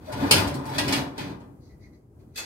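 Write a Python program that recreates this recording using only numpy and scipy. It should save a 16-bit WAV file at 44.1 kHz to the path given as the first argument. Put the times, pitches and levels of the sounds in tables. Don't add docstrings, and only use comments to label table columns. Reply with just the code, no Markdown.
import sys
import numpy as np
from scipy import signal
from scipy.io import wavfile
from scipy.ndimage import uniform_filter1d

SR = 44100
rng = np.random.default_rng(int(sys.argv[2]) if len(sys.argv) > 2 else 0)


def generate_wav(sig):
    pcm = np.round(np.clip(np.atleast_2d(sig).T, -1, 1) * 32767).astype(np.int16)
    wavfile.write(sys.argv[1], SR, pcm)


N = 108045
TIME_S = np.arange(N) / SR
RING_SAMPLES = 24000

# frequency in Hz, t60 in seconds.
RING_T60_S = [(80, 0.25), (300, 0.62), (800, 0.61), (2000, 0.39), (5000, .33), (12000, 0.3)]
# frequency in Hz, left-right correlation.
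CORRELATION = [(60, 1), (130, .94), (260, 0.94), (500, .45), (1000, 0), (4000, 0.16), (12000, -.1)]
# frequency in Hz, left over right in dB.
BALANCE_DB = [(60, 2.2), (250, 0.6), (1000, 5), (2500, -1), (6000, 0), (9500, 1.5), (13000, 7.5)]

# frequency in Hz, relative density in dB.
FIRE_SPECTRUM = [(30, -14.5), (50, -4), (105, 0), (180, -8.5), (300, -8.5), (500, -20), (1000, -29),
                 (1800, -43.5), (3500, -52.5), (12000, -44.5), (16000, -49)]
PAN_SPECTRUM = [(100, -10.5), (400, 1.5), (800, -3.5), (1200, -5), (2200, 0.5), (3100, -7.5), (4500, -2.5),
                (6500, -8), (9000, -11.5), (12000, -13.5), (15500, -20.5)]
JUDDER_SPECTRUM = [(30, -32.5), (45, -14), (65, -2.5), (130, -4), (200, -3), (290, 1), (400, -10),
                   (600, -32), (1200, -52.5), (4000, -89.5)]
GRIND_SPECTRUM = [(200, -29.5), (400, 3), (600, 3), (900, 4), (1300, -3), (1800, -7), (3000, -33),
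                  (7000, -70)]
GRIT_SPECTRUM = [(600, -28.5), (1300, -4), (2000, 5.5), (2800, -8.5), (4000, 0), (6300, -14.5), (9000, -18),
                 (12000, -14.5), (15500, -23.5)]
CLANK_SPECTRUM = [(150, -23.5), (400, 0.5), (900, -2.5), (1400, -2.5), (2200, 0.5), (4300, 0.5),
                  (6500, -6.5), (9000, -7), (12000, -11), (15500, -17.5)]

# frequency in Hz, relative level in dB, t60 in seconds, left over right in dB.
PAN_MODES = [(821, -18, .4, 0), (1409, -17, .4, 0), (1990, -11, .45, 0), (2140, -14, .4, 0),
             (2394, -15, .4, 0), (2586, -10, .5, 0), (3445, -13, .3, 0), (3594, -14, .2, 0),
             (4150, -19, .3, 0), (4290, -18, .3, 0), (4500, -17, .3, 0), (5080, -18, .3, 0),
             (6515, -19, .3, 0), (11880, -23, .15, 0)]
STOVE_MODES = [(97.7, -9, 0.25, -0.5), (136.46, -5.5, 0.49, -1.5), (193.5, -10, .3, -4.5),
               (282.1, -3, .16, -0.5), (379, -11, .3, 2.5), (590.3, -12, .15, 0.5), (870, -16, .3, 0.5),
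               (1036, -18.5, 0.34, 1)]
LID_MODES = [(815, -20, .4, 0), (1647, -18, .3, 0), (1940, -18, .3, 0), (2284, -20, .3, 0),
             (2875, -20, .3, 0), (3413, -19, .3, -2), (3940, -19, .25, 0), (4407, -15, .2, 7),
             (4742, -21, .25, 0), (5577, -18, .2, -7), (8083, -22, .2, 3), (8995, -18, .15, 12),
             (10380, -24, .12, 6), (12125, -23, .14, 4)]

# time in seconds, level in dB.
FIRE_DB = [(0, -43.5), (1.5, -48), (1.9, -49), (2.08, -55.5), (2.22, -48), (2.45, -54.5)]
# start and length in seconds, singing and hissing band gains in dB.
RIM_STROKES = [(1.597, .11, -74, -59), (1.68, 0.063, -58, -66), (1.786, 0.098, -51, -62),
               (1.912, 0.054, -57.5, -64)]
# time in seconds, level in dB.
SCUFF_DB = [(2.17, -96), (2.195, -66.5), (2.25, -90), (2.33, -75), (2.355, -50), (2.45, -66)]
# start in seconds, level in dB, treble lift in dB.
PAN_NUDGES = [(2.358, -62, 14.5), (2.374, -51.5, 8.5), (2.383, -57, -7), (2.392, -48.5, -22),
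              (2.432, -58, -8)]
# start in seconds, length in seconds, pitch in Hz, level in dB.
LID_GROANS = [(0.072, 0.071, 600, -35), (.13, .14, 96.95, -37), (.16, .12, 591, -39.5),
              (0.213, 0.069, 280, -28), (0.449, 0.056, 78.1, -30), (0.532, 0.098, 138, -38),
              (0.664, 0.11, 894, -37.5), (0.789, 0.058, 300, -30.5), (0.868, 0.184, 277.7, -33),
              (1.175, 0.045, 885, -35.5)]
# time in seconds, then low judder, mid grind and treble grit in dB.
DRAG_DB = [(0, -53.5, -52, -68), (.06, -50, -52.5, -54), (.11, -36.5, -37.5, -54), (.17, -32, -37.5, -46),
           (.225, -27.5, -30, -36.5), (.29, -30.5, -29.5, -40), (0.378, -22.5, -26.5, -23),
           (.44, -33, -34.5, -44), (.54, -30, -39, -58), (.62, -39.5, -40, -50), (.69, -37, -37, -49),
           (.75, -33, -37.5, -34), (.80, -29, -35.5, -48), (.85, -28, -36.5, -37.5),
           (.90, -27, -30.5, -33.5), (0.979, -30, -33.5, -31.5), (1.03, -33, -42, -72),
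           (1.101, -42.5, -51, -77), (1.16, -46, -50, -54), (1.207, -32.5, -43, -36),
           (1.25, -37.5, -45, -45), (1.315, -37.5, -44, -48), (1.36, -54, -61, -79),
           (1.42, -46.5, -52, -74.5), (1.55, -55, -84, -95), (1.7, -87.5, -95, -100)]
# time in seconds, treble lift in dB.
GRIT_LIFT_DB = [(0, 7), (.3, -1.5), (.7, -0.5), (.97, 1), (1.08, -4), (1.4, -10.5)]
# start in seconds, clank in dB, treble lift in dB, thud in dB.
LID_KNOCKS = [(.122, -59, 5.5, -72), (0.31, -29.5, 5, -38.5), (.472, -54, 4, -49), (.541, -71.5, 18, -75),
              (.655, -72, 14.5, -67), (.69, -62.5, 4, -62), (0.7818, -39, -1, -53.5),
              (.880, -44.5, -0.5, -51), (.924, -37.5, -6, -54), (1.021, -84, -6, -50.5),
              (1.179, -51.5, -9, -52.5), (1.405, -76, -18, -64)]


def from_db(db):
    return 10 ** (np.asarray(db) / 20)


def at_hz(points, hz):
    knots_hz, values = np.transpose(points)
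    return np.interp(np.log(hz), np.log(knots_hz), values)


def curve(points):
    return np.interp(TIME_S, *np.transpose(points))


def stereo_gains(balance_db):
    return from_db(np.array([[balance_db], [-balance_db]]) / 2)


def unit_energy(x):
    return x / np.sqrt(np.mean(np.sum(x ** 2, axis=-1)) + 1e-20)


def bandpass(x, edges_hz, order=2):
    return signal.sosfilt(signal.butter(order, edges_hz, "band", fs=SR, output="sos"), x)


def treble_shelf(force, lift_db, corner_hz=6000):
    dull = signal.lfilter(*signal.butter(1, corner_hz, fs=SR), force)
    return dull + from_db(lift_db) * (force - dull)


def noise_bands(spectrum, samples):
    edges_hz = 25 * 2 ** (np.arange(29) / 3)
    white = rng.standard_normal((2, 2, samples + SR // 10))
    for k, (low_hz, high_hz) in enumerate(zip(edges_hz, edges_hz[1:])):
        mid, side = bandpass(white[k % 2], [low_hz, high_hz])[:, -samples:]
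        hz = np.sqrt(low_hz * high_hz)
        correlation = at_hz(CORRELATION, hz)
        pair = np.sqrt(1 + correlation) * mid + np.sqrt(1 - correlation) * side * [[1], [-1]]
        gain = from_db(at_hz(spectrum, hz)) * np.sqrt(high_hz - low_hz)
        yield hz, pair, gain * stereo_gains(at_hz(BALANCE_DB, hz))


def dense_ring(spectrum, early_db=1, early_s=0.022):
    t = TIME_S[:RING_SAMPLES]
    early_boost = 1 + from_db(early_db) * np.exp(-t / early_s)
    ring = 0
    for hz, pair, gain in noise_bands(spectrum, RING_SAMPLES):
        decay = from_db(-60 * t / at_hz(RING_T60_S, hz))
        ring += gain * unit_energy(pair * early_boost * decay)
    return unit_energy(ring)


def modal_ring(modes, split_hz=12):
    t, ring = TIME_S[:RING_SAMPLES], 0
    for hz, db, t60_s, balance_db in modes:
        correlation = np.clip(at_hz(CORRELATION, hz), 0, 1)
        phase = rng.uniform(0, 2 * np.pi) + np.array([[0], [np.arccos(correlation) * rng.choice([-1, 1])]])
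        partner_hz = hz + split_hz * np.array([[1], [-1]])
        partner = np.sin(2 * np.pi * partner_hz * t + rng.uniform(0, 2 * np.pi, (2, 1)))
        tone = np.sin(2 * np.pi * hz * t + phase) + .5 * (1 - correlation) * partner
        ring += from_db(db) * stereo_gains(balance_db) * unit_energy(tone * from_db(-60 * t / t60_s))
    return ring


def reflection_ripple(ring, max_db=8, width_hz=89):
    alpha = np.pi * width_hz / SR
    out = []
    for channel in ring:
        sections = []
        for hz in np.linspace(1300, 15000, 70) + rng.uniform(-90, 90, 70):
            root_gain = from_db(max_db / 2 * rng.uniform(-1, 1))
            tuning = -2 * np.cos(2 * np.pi * hz / SR)
            b = [1 + alpha * root_gain, tuning, 1 - alpha * root_gain]
            a = [1 + alpha / root_gain, tuning, 1 - alpha / root_gain]
            sections.append(np.array(b + a) / a[0])
        out.append(signal.sosfilt(sections, channel))
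    return np.array(out)


def excite(force, ring):
    return signal.fftconvolve(force[None], ring, axes=1)[:, :N]


def friction(level_db, slips_per_s=2500, spread_db=4.5):
    sizes = from_db(spread_db * np.minimum(rng.exponential(1, N), 4)) * rng.choice([-1, 1], N)
    slips = sizes * (rng.random(N) < slips_per_s / SR)
    return slips / slips.std() * from_db(level_db)


def impact(start_s, db, lift_db, chatter_per_s=2500, decay_s=0.007, chatter_share=.75):
    t = TIME_S[:SR // 10]
    chatter = rng.standard_normal(len(t)) * (rng.random(len(t)) < chatter_per_s / SR)
    force = np.sqrt(chatter_share) * unit_energy(chatter * np.exp(-t / decay_s))
    force[0] = np.sqrt(1 - chatter_share)
    force = treble_shelf(force, lift_db)
    return from_db(db) * np.sqrt(SR) * np.pad(force, (int(start_s * SR), N))[:N]


def fire(draught_hz=(305, 415), draught_db=-65.5):
    rumble = unit_energy(sum(gain * unit_energy(pair) for _, pair, gain in noise_bands(FIRE_SPECTRUM, N)))
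    draught = unit_energy(bandpass(rng.standard_normal(N), draught_hz))
    return np.sqrt(N) * (rumble * from_db(curve(FIRE_DB)) + from_db(draught_db) * draught)


def rim_strokes(sing_hz=(1830, 2280), hiss_hz=(3940, 6550)):
    force = 0
    for k, band_hz in enumerate((sing_hz, hiss_hz)):
        swell = sum(from_db(gains_db[k]) * np.sin(np.pi * np.clip((TIME_S - start_s) / length_s, 0, 1))
                    for start_s, length_s, *gains_db in RIM_STROKES)
        force += swell * bandpass(friction(0), band_hz, order=3)
    return force


def steel_pan(held_t60_ratio=.35):
    rub = friction(curve(SCUFF_DB)) + rim_strokes()
    touches = sum(impact(*nudge) for nudge in PAN_NUDGES)
    shell = reflection_ripple(dense_ring(PAN_SPECTRUM))
    held_modes = [(hz, db, t60_s * held_t60_ratio, balance_db) for hz, db, t60_s, balance_db in PAN_MODES]
    free_ring = unit_energy(shell + modal_ring(PAN_MODES))
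    held_ring = unit_energy(shell + modal_ring(held_modes))
    return excite(touches, free_ring) + excite(rub, held_ring)


def lid_groans(wobble_at_1khz_hz=36.6, attack_s=0.017, release_s=0.023):
    out = 0
    for start_s, length_s, hz, db in LID_GROANS:
        wobble = uniform_filter1d(rng.standard_normal(N), size=200)
        pitch_hz = hz + wobble_at_1khz_hz * np.sqrt(hz / 1000) * wobble / wobble.std()
        rise = (TIME_S - start_s) / attack_s
        fall = (start_s + length_s - TIME_S) / release_s
        envelope = np.clip(np.minimum(rise, fall), 0, 1)
        ear_phase = np.array([[0], [np.arccos(at_hz(CORRELATION, hz))]])
        tone = np.sqrt(2) * np.sin(2 * np.pi * np.cumsum(pitch_hz) / SR + ear_phase)
        out += from_db(db) * stereo_gains(at_hz(BALANCE_DB, hz)) * envelope * tone
    return out


def lid_knocks(mode_spread_db=2.5):
    clank_ring = reflection_ripple(dense_ring(CLANK_SPECTRUM))
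    clanks, thuds = 0, np.zeros(N)
    for start_s, clank_db, lift_db, thud_db in LID_KNOCKS:
        modes = [(hz, db + mode_spread_db * rng.uniform(-1, 1), t60_s, balance_db)
                 for hz, db, t60_s, balance_db in LID_MODES]
        clanks += excite(impact(start_s, clank_db, lift_db), clank_ring + modal_ring(modes))
        thuds[int(start_s * SR)] = from_db(thud_db) * np.sqrt(SR)
    stove_ring = unit_energy(dense_ring(JUDDER_SPECTRUM) + modal_ring(STOVE_MODES))
    return clanks + excite(thuds, stove_ring)


def lid_drag(stove_body_db=-2.5, stove_modes_db=-3.5, lid_modes_db=-4.5):
    times_s, *levels_db = np.transpose(DRAG_DB)
    judder_db, grind_db, grit_db = [np.interp(TIME_S, times_s, db) for db in levels_db]
    judder = excite(friction(judder_db + stove_body_db), dense_ring(JUDDER_SPECTRUM))
    boom = excite(friction(judder_db + stove_modes_db), modal_ring(STOVE_MODES))
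    grind = excite(friction(grind_db), dense_ring(GRIND_SPECTRUM))
    grit_force = treble_shelf(friction(grit_db), curve(GRIT_LIFT_DB))
    lid_ring = reflection_ripple(dense_ring(GRIT_SPECTRUM)) + from_db(lid_modes_db) * modal_ring(LID_MODES)
    return judder + boom + grind + excite(grit_force, lid_ring)


def scene(left_lag_s=.0001):
    left, right = lid_drag() + lid_knocks() + lid_groans() + steel_pan() + fire()
    return np.array([np.interp(TIME_S - left_lag_s, TIME_S, left), right])


def record(dry, low_cut_hz=46, high_cut_hz=15800):
    x = signal.sosfilt(signal.butter(3, low_cut_hz, "high", fs=SR, output="sos"), dry)
    rounded = x / (1 + x ** 4) ** .25
    return signal.sosfilt(signal.ellip(10, .2, 80, high_cut_hz, fs=SR, output="sos"), rounded)


dry = scene()
out = record(dry)
generate_wav(out)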